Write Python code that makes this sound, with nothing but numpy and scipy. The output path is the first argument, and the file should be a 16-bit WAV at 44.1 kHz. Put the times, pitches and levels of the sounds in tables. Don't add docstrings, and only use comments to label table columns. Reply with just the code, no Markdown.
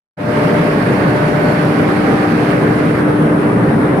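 import sys
import numpy as np
from scipy import signal
from scipy.fft import rfft, irfft
from scipy.io import wavfile
from scipy.ndimage import uniform_filter1d, minimum_filter1d

SR = 44100
rng = np.random.default_rng(int(sys.argv[2]) if len(sys.argv) > 2 else 0)


def output_pcm(signal):
    pcm = np.clip(np.atleast_2d(signal).T, -1, 1) * 32767
    wavfile.write(sys.argv[1], SR, np.round(pcm).astype(np.int16))


N = 176400
TIME = np.arange(N) / SR
HUM_HZ = 99.95

# (f/Hz, left level/dB, right level/dB)
RUSH_SPECTRUM = [(10, -72.4, -72.4), (28, -57, -58.5), (71.4, -53.5, -54.5), (96, -46, -46.5),
                 (120.4, -39.5, -39.5), (151, -36, -35.5), (216, -38, -40), (282, -39, -40),
                 (332, -43, -43.5), (430, -41, -40.5), (620, -44, -44), (690, -47.5, -47.5),
                 (1040, -50, -48.5), (1570, -52, -48.5), (2097, -57.5, -51.5), (3080, -68.5, -64),
                 (3580, -71, -68), (4550, -76.5, -67.5), (5670, -77.5, -75.5), (6730, -86, -82),
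                 (7650, -81, -80.5), (8540, -80, -98), (9650, -71, -103), (10870, -82.5, -101),
                 (11800, -82.5, -86.5), (12750, -82, -82), (13500, -93, -95), (14300, -93, -94),
                 (15000, -108, -109)]
# (f/Hz, correlation)
CORRELATION = [(30, 0.94), (100, .98), (190, 0.99), (300, 0.87), (400, 0.76), (490, 0.44), (800, 0.55),
               (1050, -0.000036), (1600, -0.11), (2400, 0.19), (3400, -0.087), (6000, 0.052)]
# (f/Hz, width/Hz, lift/dB)
DUCT_MODES = [(120.2, 4.3, 7), (160, 13, 4.5), (186, 10, 3), (222.8, 7, 8), (277, 13, 5.5),
              (358, 14.4, 4.5), (427, 15, 3), (476, 5, 5.5)]
# (t/s, level/dB)
WHINE_LEVEL = [(.2, -55), (1.2, -36), (1.85, -29), (2.22, -24), (2.5, -38.5), (3.1, -55), (3.85, -41),
               (4, -36)]
# (harmonic number, left level/dB, right level/dB)
WANDERING_PARTIALS = [(1, -39, -40), (2, -40, -32), (4, -28.5, -25.5), (5, -33, -37), (8, -38, -39),
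                      (10, -38, -37.5), (11, -36, -38.5), (12, -41, -33), (13, -36, -38), (16, -39, -39),
                      (17, -47, -43), (18, -46, -38.5), (43, -68, -53.5)]
# (harmonic number, lean to the left/dB, left phase lead/rad)
PATH_PARTIALS = [(3, 1.1, -0.077), (6, 4, 0.45), (7, 4, -.6), (9, 0.5, -1.44), (15, -3.5, 2.1)]
# (t/s, then level/dB of harmonics 3, 6, 7, 9, 15)
STANDING_WAVES = [(.2, -23.5, -19, -27, -29, -48), (.55, -20.5, -21, -33, -28, -47),
                  (.92, -20, -28, -38, -33.5, -38), (1.15, -20.5, -21.5, -29, -29.5, -29),
                  (1.45, -22, -20.5, -32, -31, -28), (1.8, -15.5, -29.5, -39, -38, -31),
                  (2.4, -15.5, -32, -40, -51, -43), (3.1, -16, -33, -51, -50, -34),
                  (4, -19.5, -28.5, -42, -45, -41)]
# (f/Hz, left gain/dB, right gain/dB)
SHADE_SPECTRUM = [(150, 2, 1.5), (333, 1, 2), (607, 0.5, 0), (1040, 0.5, -0.5), (1570, 0.7, -2.5),
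                  (2710, 0, -10), (4500, 0, -13.5), (7000, -4, -8.5), (9600, -0.2, -6), (12500, -2.5, -7)]
# (t/s, factor on the decibels of SHADE_SPECTRUM)
SHADE_DEPTH = [(.45, -0.00017), (1.6, -0.031), (2.5, -0.02), (2.6, 0.12), (2.99, 0.32), (3.03, 0.85),
               (3.5, 0.83), (4, 1.1)]
# (t/s, gain/dB)
FADE_GAIN = [(.165, -94), (.173, -23.5), (.185, -16), (.21, -10), (.27, -7.5), (.34, -4), (.48, -1.5),
             (.7, -3)]
# (t/s, gain/dB)
BASS_GAIN = [(.2, -2.5), (.3, -0.5), (.45, 0.5)]


def amp(db):
    return 10 ** (np.asarray(db) / 20)


def curve(table, column=1):
    columns = np.transpose(table)
    return np.interp(TIME, columns[0], columns[column])


def spectrum(table, hz, column=1):
    columns = np.transpose(table)
    return np.interp(np.log(hz + 1), np.log(columns[0] + 1), columns[column])


def drift(rate_hz):
    hz = np.fft.rfftfreq(2 * N, 1 / SR)
    x = irfft(rfft(rng.standard_normal(2 * N)) * np.exp(-(hz / rate_hz) ** 2))[:N]
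    return x / np.sqrt(np.mean(x ** 2))


def phasor(hz):
    return np.sqrt(2) * np.exp(2j * np.pi * (hz * TIME + rng.random()))


def turbulence(air, patch_db=1.03, flutter_db=0.5, flutter_hz=22):
    bands = signal.stft(air, nperseg=512)[2]
    patches = rng.standard_normal(bands.shape[1:])
    for axis in (0, 1):
        patches = uniform_filter1d(patches, size=9, axis=axis)
    air = signal.istft(bands * amp(patch_db * patches / patches.std()), nperseg=512)[1][:, :N]
    return air * amp(flutter_db * drift(flutter_hz))


def ventilation():
    hz = np.fft.rfftfreq(N, 1 / SR)
    common, separate = rfft(rng.standard_normal((2, N))) * np.sqrt(SR / 2)
    likeness = spectrum(CORRELATION, hz)
    left = common * amp(spectrum(RUSH_SPECTRUM, hz, column=1))
    right = likeness * common + np.sqrt(1 - likeness ** 2) * separate
    right *= amp(spectrum(RUSH_SPECTRUM, hz, column=2))
    ducts_db = sum(lift / (1 + (2 * (hz - f) / width) ** 2) for f, width, lift in DUCT_MODES)
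    return turbulence(irfft(np.array([left, right]) * amp(ducts_db), N))


def fan_whine(blade_hz=780.5, waver_rad=0.82, waver_hz=12):
    waver = np.exp(1j * waver_rad * drift(waver_hz))
    return amp(curve(WHINE_LEVEL)) * (phasor(blade_hz) * waver).real


def wandering_field(share=0.86, rate_hz=1.7):
    return np.sqrt(1 - share) + np.sqrt(share / 2) * (drift(rate_hz) + 1j * drift(rate_hz))


def mains_hum():
    hum = np.zeros((2, N))
    for harmonic, left_db, right_db in WANDERING_PARTIALS:
        hz = harmonic * HUM_HZ
        common, separate = wandering_field(), wandering_field()
        likeness = spectrum(CORRELATION, hz)
        field = np.array([common, likeness * common + 1j * np.sqrt(1 - likeness ** 2) * separate])
        field /= np.sqrt(np.mean(abs(field) ** 2, axis=1, keepdims=True))
        hum += amp([[left_db], [right_db]]) * (field * phasor(hz)).real
    sides = np.array([[1], [-1]])
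    for column, (harmonic, lean_db, lead_rad) in enumerate(PATH_PARTIALS, 1):
        partial = phasor(harmonic * HUM_HZ) * np.exp(1j * sides * lead_rad / 2)
        hum += amp(curve(STANDING_WAVES, column) + sides * lean_db) * partial.real
    return hum


def backing_out(x):
    hz, t, bands = signal.stft(x, SR, nperseg=512)
    shade_db = np.array([spectrum(SHADE_SPECTRUM, hz, column) for column in (1, 2)])
    depth = np.interp(t, *np.transpose(SHADE_DEPTH))
    return signal.istft(bands * amp(shade_db[:, :, None] * depth), SR, nperseg=512)[1][:, :N]


def scene():
    return backing_out(ventilation() + mains_hum() + fan_whine())


def limiter(x, knee=0.68, ceiling=0.9):
    peak = np.maximum(abs(x).max(0), knee)
    headroom = ceiling - knee
    gain = (knee + headroom * np.tanh((peak - knee) / headroom)) / peak
    return x * uniform_filter1d(minimum_filter1d(gain, size=301), size=301)


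def record(dry, bass_hz=397, edge_hz=14700):
    bass = signal.sosfiltfilt(signal.butter(N=2, Wn=bass_hz, fs=SR, output="sos"), dry)
    faded = (dry - bass + bass * amp(curve(BASS_GAIN))) * amp(curve(FADE_GAIN))
    low_pass = signal.firwin(511, edge_hz, window=("kaiser", 9), fs=SR)
    return signal.oaconvolve(limiter(faded), low_pass[None], "same")


dry = scene()
out = record(dry)
output_pcm(out)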